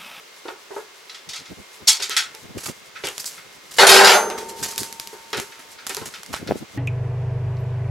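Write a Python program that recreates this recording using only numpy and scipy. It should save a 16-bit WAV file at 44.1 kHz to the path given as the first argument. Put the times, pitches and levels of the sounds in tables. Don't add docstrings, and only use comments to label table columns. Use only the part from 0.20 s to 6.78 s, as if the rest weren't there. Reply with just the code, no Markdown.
import sys
import numpy as np
from scipy import signal
from scipy.fft import rfft, irfft, next_fast_len
from scipy.io import wavfile
from scipy.ndimage import map_coordinates

SR = 44100
rng = np.random.default_rng(int(sys.argv[2]) if len(sys.argv) > 2 else 0)


def output_pcm(signal):
    pcm = np.clip(np.atleast_2d(signal).T, -1, 1) * 32767
    wavfile.write(sys.argv[1], SR, np.round(pcm).astype(np.int16))


N = 289978

# frequency in Hz, relative strength in dB per Hz.
AIR_COLOUR = [(25, -40), (60, -10), (100, -19), (170, -9.5), (290, -5.5), (420, 4), (700, -2.5), (1040, 1),
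              (1400, -1), (2100, -0.5), (3500, -2.5), (6200, -6.5), (9000, -15.5), (12000, -20),
              (16000, -18)]
FLUTTER_COLOUR = [(25, -20), (70, 0), (160, 3.5), (400, -3.5), (800, -13), (2000, -37)]
LEAF_COLOUR = [(1500, -44), (4500, 7), (7500, 6.5), (9500, 1.5), (11500, 1.5), (16000, -12)]
STONE_COLOUR = [(300, -1), (1000, 1.5), (2000, 2), (4000, -2), (7000, -54)]
SNAP_COLOUR = [(300, -6.5), (1000, 0), (2500, 0.5), (4800, 4.5), (7500, 4.5), (9500, -0.5), (11500, 2),
               (16000, -17.5)]
FRAME_COLOUR = [(100, -34.5), (290, -32), (350, -7.5), (400, 0.5), (480, -10.5), (540, -10), (640, -21),
                (890, -10.5), (1100, -19.5), (1450, -17), (2000, -31.5), (5000, -58)]
EDGE_COLOUR = [(500, -4.5), (1200, -5), (2300, 8), (4000, 4), (8000, -11.5), (16000, -45)]
SLAT_COLOUR = [(200, -44), (500, -44), (750, -10.5), (1100, -9), (1350, -16), (1650, -15.5), (2050, -1.5),
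               (2700, -1), (3500, 6), (4500, 3.5), (5600, 0.5), (8000, -14), (16000, -83)]
SPLINTER_COLOUR = [(2000, -30), (4500, 1.5), (7500, 0.5), (9500, -7), (11500, -8), (13000, -21),
                   (16000, -21)]
BOARD_COLOUR = [(500, -18), (750, -4), (1400, 0), (2200, -7), (3500, -15)]
BOOM_COLOUR = [(40, -47), (130, -52), (210, -19), (300, -37), (380, -1.5), (550, -1.5), (800, 5.5),
               (1150, 0), (1400, 5), (2200, -3), (3500, -23), (8000, -54)]
CRACK_COLOUR = [(800, -28), (2200, 5.5), (3000, 5), (4000, 4), (4900, 5.5), (5800, -1), (7400, -2),
                (8500, -8), (11500, -8.5), (13500, -21), (16000, -29)]
PLATE_COLOUR = [(40, -42), (110, -60), (200, -10), (290, -21), (400, 4), (620, -10.5), (830, -1),
                (1100, -9.5), (1350, 1.5), (2500, -21), (7000, -39), (16000, -39)]

# frequency in Hz, time to fall by 60 dB in seconds.
FRAME_DECAY = [(400, 0.2), (1500, 0.26), (8000, .08)]
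EDGE_DECAY = [(1500, 0.26), (8000, 0.032)]
SLAT_DECAY = [(1300, 0.34), (4000, 0.22), (12000, 0.19)]
BLOW_DECAY = [(400, 0.52), (1500, 0.25), (5000, 0.27), (12000, 0.35)]
PLATE_DECAY = [(200, 2.47), (450, 1.45), (1400, 0.74), (6000, 0.84)]

# frequency in Hz, width in Hz, level in dB.
SLAT_MODES = [(1130, 14, -52), (1296, 7, 19), (1355, 140, 8), (2040, 620, 10.5), (2600, 67, 18),
              (3000, 50, -10)]
# frequency in Hz, level in dB, time to fall by 60 dB in seconds.
BED_MODES = [(195, -40, 1.2), (219, -34, .8), (389, -12, .22), (463, -32, 1.1), (498, -24, .35),
             (603, -24, .3), (662, -26, .25), (769, -23, .3), (812, -25, .5), (943, -24, .4),
             (1055, -27, .25), (1335, -32, .45), (1379, -26, .25), (1587, -13, .15), (1811, -26, .15),
             (2015, -25, .2), (3222, -28, .15), (3833, -24, .15), (4770, -27, .15), (7498, -28, .15)]
RAIL_MODES = [(910, -32, 4.2), (6309, -20, .58), (6950, -41, .5), (10416, -25.5, .45), (11880, -30, .35)]

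# time in seconds, level in dB.
GUSTS = [(1.092, -51), (1.21, -53), (1.319, -28), (1.394, -36), (1.631, -45), (2.253, -38.5), (2.308, -35),
         (2.371, -20), (2.497, -22), (4.424, -30.5), (4.618, -24), (5.185, -21), (5.821, -31), (5.878, -38),
         (6.109, -29.5), (6.228, -23), (6.29, -14), (6.309, -6), (6.319, -7.5), (6.356, -17.5),
         (6.425, -23.5), (6.561, -28)]
# time of full weight in seconds, scuffing before it in seconds,
# rolling on after it in seconds, level in dB, coarse grit relative to the leaves in dB.
STEPS = [(2.457, .1, .03, -10.5, -2.5), (2.995, 0, 0, -13.5, -15), (3.055, 0, .02, -8.5, -28),
         (3.565, .075, 0, -12.5, -6), (4.177, 0, .03, -16.5, 1.5), (4.287, 0, 0, -17, -6),
         (4.426, 0, .09, -5, -4), (4.579, 0, .06, -8, -11), (5.167, 0, .03, -14, -2),
         (5.39, 0, 0, -27.5, 2), (5.664, 0, 0, -23, 6), (5.692, 0, .08, -15.5, 0), (5.855, 0, 0, -14, -5),
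         (6.128, 0, .03, -14, 1.5)]
# time in seconds, level in dB.
SNAPS = [(1.8951, -7.5), (2.149, -18.5), (2.458, -21), (2.87, -10.5), (2.8865, -12), (2.9796, -9.5),
         (2.998, -20), (3.043, -13.5), (3.0771, -15.5), (4.1006, -14), (4.56, -17), (4.579, -2.5),
         (4.632, -9), (4.726, -14.5), (4.798, -9.5), (4.8727, -16.5), (5.1295, -16), (5.145, -21),
         (5.1991, -7.5), (5.667, -7.5), (5.6717, -13.5), (5.694, -10), (5.7469, -9.5), (5.7677, -10.5),
         (6.0324, -18.5), (6.062, -20), (6.2735, -27)]
# start in seconds, level in dB, edge relative to the knock in dB.
KNOCKS = [(0.253, -27.5, -6), (0.282, -24, -1.5), (0.505, -25.5, -29), (0.562, -22, -14), (1.601, -42, -8),
          (1.797, -31, 4), (1.894, -34, 6), (2.143, -39, 4), (2.837, -24, 8), (2.87, -28.5, 12.5),
          (4.1, -25.5, 5), (4.929, -33.5, -31), (5.13, -20, 0), (5.175, -23.5, 6.5), (5.695, -31, 8),
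          (5.767, -27.5, -8), (5.813, -28, -5)]
# start in seconds, level in dB,
# sharpness in dB (edge-on above 0, flat below), rise in seconds.
SLAT_CLACKS = [(0.895, -24.5, 1, 0.00071), (0.944, -23, 4, .0015), (1.089, -19, 13, 0.00087),
               (1.132, -17, 4, 0.0025), (1.157, -19.5, 12, 0.0018), (1.253, -26, 3, .003),
               (1.67, 3, 11.5, 0.011), (1.798, -15.5, 4, .003), (1.819, -8.5, 7.5, 0.0044),
               (1.896, -8.5, 0, 0.011), (1.965, -1.5, 1.5, 0.0012), (2.749, -26, -12, 0.01),
               (2.838, -18, 21, 0.0094), (3.177, -31.5, -7.5, 0.0015), (5.129, -13.5, -5, 0.002),
               (5.319, -31, -6.5, 0.00073), (5.582, -29, -7.5, 0.0015), (5.697, -28.5, -9, .003),
               (5.765, -22, -1, .004), (5.936, -22, -3, 0.0026), (6.122, -20, -7, 0.014),
               (6.273, -22.5, -4.5, 0.00042)]
# start in seconds, length of juddering in seconds,
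# time between blows in seconds, level in dB, crack relative to the blow in dB, push into the steel in dB.
LANDINGS = [(3.584, 0.057, 0.012, -2, -3, -7), (3.667, 0.17, .024, -2.5, 2, -5),
            (3.845, 0.097, .024, -2.5, 0, -16.5)]

WHINE_DB = -57
RUSTLE_GRAIN_DB = 4
STIR_DB, STIR_S, IDLE_DB = -37.5, 0.18, -56
WAKE_DB, WAKE_S = -18.5, .018
BREEZE_FROM_S, BREEZE_PER_S, BREEZE_DB = 1.8, 16, -70
ROLL_PER_S, ROLL_DB, ROLL_SCATTER_DB = 36, -6, 1
ROLL_FADE_DB_PER_S = 58
CRUNCH_T60, WALKER_PAN_DB = 0.14, -1.6
TOP_DB, TOP_PER_SHARPNESS, TOP_PER_STRENGTH = -15.5, 0.64, 0.4
MIDDLING_DB, BOARD_DB = -21.5, -12
CRACK_FADE_DB, BOOM_GROWS_DB, SETTLE_S, UNEVEN_S = 15, 0.5, 0.02, .002
PORT_PHASE = .4
TOP_HZ = 15900


def amp(db):
    return 10 ** (np.asarray(db) / 20)


def unit(x):
    return x / np.sqrt(np.mean(x ** 2) + 1e-20)


def along(points, hz):
    f, v = np.transpose(points)
    return np.interp(np.log(hz + 1), np.log(f + 1), v)


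def seconds(size):
    return np.arange(size) / SR


def wobble(rate):
    knots = rng.standard_normal(int(N * rate / SR) + 4)
    return map_coordinates(knots, [seconds(N) * rate])


def add(track, s, sound):
    start = max(round(s * SR), 0)
    part = track[:, start:][:, :sound.shape[-1]]
    part += sound[..., :part.shape[1]]


def noise(spectrum, size, side_db, spiky_db=0, colour=lambda hz: 1):
    m = next_fast_len(size)
    hz = np.fft.rfftfreq(m, 1 / SR)
    grains = np.repeat(amp(spiky_db * rng.standard_normal(m // 16 + 1)), 16)[:m]
    white = rng.standard_normal((2, m)) * grains
    shape = amp(along(spectrum, hz)) * colour(hz)
    mid, side = irfft(rfft(white) * shape, m)[:, :size]
    width = amp(side_db) * side
    return unit(np.array([mid + width, mid - width]))


def crowded_modes(hz, spacing_hz=55, uneven_db=4):
    favour = rng.standard_normal(size=1024)
    return amp(uneven_db * map_coordinates(favour, [hz / spacing_hz], mode="wrap"))


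def struck(spectrum, t60, rise, side_db, modes=crowded_modes, chatter_db=3, size=16384):
    blow = noise(spectrum, size, side_db, chatter_db, modes)
    hz, t, z = signal.stft(blow, SR, nperseg=256)
    decay = amp(-60 * t / along(t60, hz)[:, None])
    ring = signal.istft(z * decay, SR, nperseg=256)[1][:, :size]
    return ring * (1 - np.exp(-(seconds(size) / rise) ** 2))


def stirred_leaves(t):
    power = amp(IDLE_DB) ** 2
    for s, _, _, db, _ in STEPS:
        power = power + amp(db + STIR_DB) ** 2 * np.exp(-2 * np.abs(t - s) / STIR_S)
    return 10 * np.log10(power)


def outdoors(air_db=-46.0, whine_hz=2121):
    t = seconds(N)
    air = amp(air_db + 0.15 * wobble(4.4)) * noise(AIR_COLOUR, N, side_db=-2.5)
    leaves = noise(SNAP_COLOUR, N, side_db=-9.0, spiky_db=RUSTLE_GRAIN_DB)
    rustle = amp(stirred_leaves(t) + 3.8 * wobble(22.08)) * leaves
    whine = amp(WHINE_DB + 2 * wobble(5)) * np.sin(2 * np.pi * whine_hz * t + wobble(30))
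    return air + rustle + whine


def eddies(scatter_db=3):
    wakes = [(s + WAKE_S * rng.standard_normal(), db + WAKE_DB) for s, db in GUSTS]
    breeze = []
    for s in np.arange(BREEZE_FROM_S, N / SR, 1 / BREEZE_PER_S):
        late = rng.random() / BREEZE_PER_S / 2
        breeze.append((s + late, BREEZE_DB + scatter_db * rng.standard_normal()))
    return list(GUSTS) + wakes + breeze


def puffs(pitch_hz=440, sharpen=0.32, flutter_s=0.02, snap_hz=1500, snap_db=-4):
    out, t = np.zeros((2, N)), seconds(size=8820) - .1
    for s, db in eddies():
        eddy_hz = pitch_hz * amp(db + 10) ** sharpen
        u = (np.pi * eddy_hz * (t - .002)) ** 2
        v = (np.pi * snap_hz * (t - .0017)) ** 2
        suck = amp(db) * (2 * u - 1) * np.exp(-u)
        click = amp(2 * db + snap_db) * (2 * v - 1) * np.exp(-v)
        stir = noise(FLUTTER_COLOUR, len(t), side_db=-1)
        flutter = amp(0.44 * db - 24.5) * np.exp(-(t / flutter_s) ** 2) * stir
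        uneven_sides = amp(rng.normal(0, 1, (2, 1)))
        add(out, s + t[0], (suck + click) * uneven_sides + flutter)
    return out


def crunches():
    bursts = []
    for s, before, after, db, grit_db in STEPS:
        bursts.append((s, db, grit_db))
        for k, (slip, size) in zip(range(-8, 9), rng.standard_normal((17, 2))):
            if k and -before <= k / ROLL_PER_S <= after:
                fade_db = ROLL_FADE_DB_PER_S * abs(k) / ROLL_PER_S
                roll_db = db + ROLL_DB - fade_db + ROLL_SCATTER_DB * size
                bursts.append((s + (k + slip / 10) / ROLL_PER_S, roll_db, grit_db))
    return bursts


def boots(rise=0.0034, snap_t60=0.0066, scatter_db=-21, scatter_t60=0.43):
    out, t = np.zeros((2, N)), seconds(size=16384)
    placed = amp([[WALKER_PAN_DB / 2], [-WALKER_PAN_DB / 2]])
    press = (1 - np.exp(-t / rise)) * amp(-60 * t / CRUNCH_T60)
    for s, db, grit_db in crunches():
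        leaves = noise(LEAF_COLOUR, len(t), side_db=-10.0, spiky_db=4.0, colour=crowded_modes)
        stones = noise(STONE_COLOUR, len(t), side_db=-8, spiky_db=8.5, colour=crowded_modes)
        add(out, s, amp(db - 13.5) * placed * press * (leaves + amp(grit_db) * stones))
    snap = amp(-60 * t / snap_t60) + amp(scatter_db - 60 * t / scatter_t60)
    for s, db in SNAPS:
        grains = noise(SNAP_COLOUR, len(t), side_db=-9)
        add(out, s + 0.00053, amp(db - 8) * placed * snap * grains)
    return out


def slat_modes(hz):
    total = 0
    for k, (fc, width, db) in enumerate(SLAT_MODES):
        resonance = hz * width / (fc ** 2 - hz ** 2 + 1j * hz * width)
        total = total + amp(db) * resonance * (-1) ** k
    return np.abs(total)


def clacks():
    listed = []
    for s, db, sharp_db, rise in SLAT_CLACKS:
        top_db = TOP_DB + TOP_PER_SHARPNESS * sharp_db + TOP_PER_STRENGTH * (db - MIDDLING_DB)
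        listed.append((s, db, top_db, BOARD_DB - sharp_db, rise))
    return listed


def pallet():
    out = np.zeros((2, N))
    for s, db, edge_db in KNOCKS:
        frame = struck(FRAME_COLOUR, FRAME_DECAY, rise=0.0018, side_db=-10.0)
        edge = struck(EDGE_COLOUR, EDGE_DECAY, rise=0.00013, side_db=-9)
        add(out, s, amp(db - 3.5) * frame + amp(db + edge_db - 10.5) * edge)
    for s, db, top_db, ring_db, rise in clacks():
        slat = struck(SLAT_COLOUR, SLAT_DECAY, rise, side_db=-11.5)
        splinter = struck(SPLINTER_COLOUR, SLAT_DECAY, rise, side_db=-10)
        board = struck(BOARD_COLOUR, SLAT_DECAY, rise, side_db=-7, modes=slat_modes)
        add(out, s, amp(db - 13.0) * slat)
        add(out, s, amp(db + top_db - 7.5) * splinter)
        add(out, s, amp(db + ring_db - 6) * board)
    return out


def judder():
    strikes = []
    for s, length, gap, db, crack_db, push_db in LANDINGS:
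        for age, slip in zip(np.arange(0, length, gap), rng.standard_normal(size=16)):
            flat = (age / length) ** 2
            weight = 1 - np.exp(-(age + gap / 10) / SETTLE_S)
            start = s + age + UNEVEN_S * slip * (age > 0)
            boom_db = db + BOOM_GROWS_DB * flat
            edge_db = crack_db - CRACK_FADE_DB * flat
            strikes.append((start, boom_db, edge_db, push_db + 20 * np.log10(weight)))
    return strikes


def bed_ring(strikes, waver=0.81, bed_db=-1.0):
    blows, out, t = np.zeros(N), np.zeros((2, N)), seconds(N)
    for s, _, _, push_db in strikes:
        blows[round(s * SR)] = amp(push_db) ** 2
    start = np.flatnonzero(blows)[0]
    ports = PORT_PHASE * np.array([[1], [-1]])
    for hz, db, t60 in BED_MODES:
        kept = amp(-60 / (t60 * SR)) ** 2
        energy = signal.lfilter([1], [1, -kept], blows[start:])
        phase = 2 * np.pi * hz * t[start:] + waver * wobble(25)[start:]
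        swell = np.sqrt(2 * energy / energy.max())
        out[:, start:] += amp(db + bed_db) * swell * np.sin(phase + ports)
    for hz, db, t60 in RAIL_MODES:
        add(out, strikes[-1][0], amp(db - 60 * t / t60) * np.sin(2 * np.pi * hz * t + ports))
    return out


def steel_modes(hz):
    return crowded_modes(hz, spacing_hz=40.27, uneven_db=6.5)


def crash(strikes):
    out = np.zeros((2, N))
    for s, db, crack_db, _ in strikes:
        boom = struck(BOOM_COLOUR, BLOW_DECAY, rise=0.0015, side_db=-10.0, modes=steel_modes)
        crack = struck(CRACK_COLOUR, BLOW_DECAY, rise=0.0006, side_db=-11, modes=steel_modes)
        plate = struck(PLATE_COLOUR, PLATE_DECAY, rise=0.0048, side_db=-15, size=65536)
        add(out, s, amp(db - 9) * boom)
        add(out, s, amp(db + crack_db - 5.5) * crack)
        add(out, s, amp(db - 25) * plate)
    return out


def scene():
    strikes = judder()
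    background = outdoors() + puffs()
    return background + boots() + pallet() + bed_ring(strikes) + crash(strikes)


def record(dry, top=0.98, hardness=5, low_cut_hz=70):
    held = dry / (1 + np.abs(dry / top) ** hardness) ** (1 / hardness)
    m = next_fast_len(N + 8192)
    hz = np.fft.rfftfreq(m, 1 / SR)
    bass_cut = 1j * hz / (low_cut_hz + 1j * hz)
    return irfft(rfft(held, m) * bass_cut * (hz < TOP_HZ), m)[:, :N]


dry = scene()
out = record(dry)
output_pcm(out)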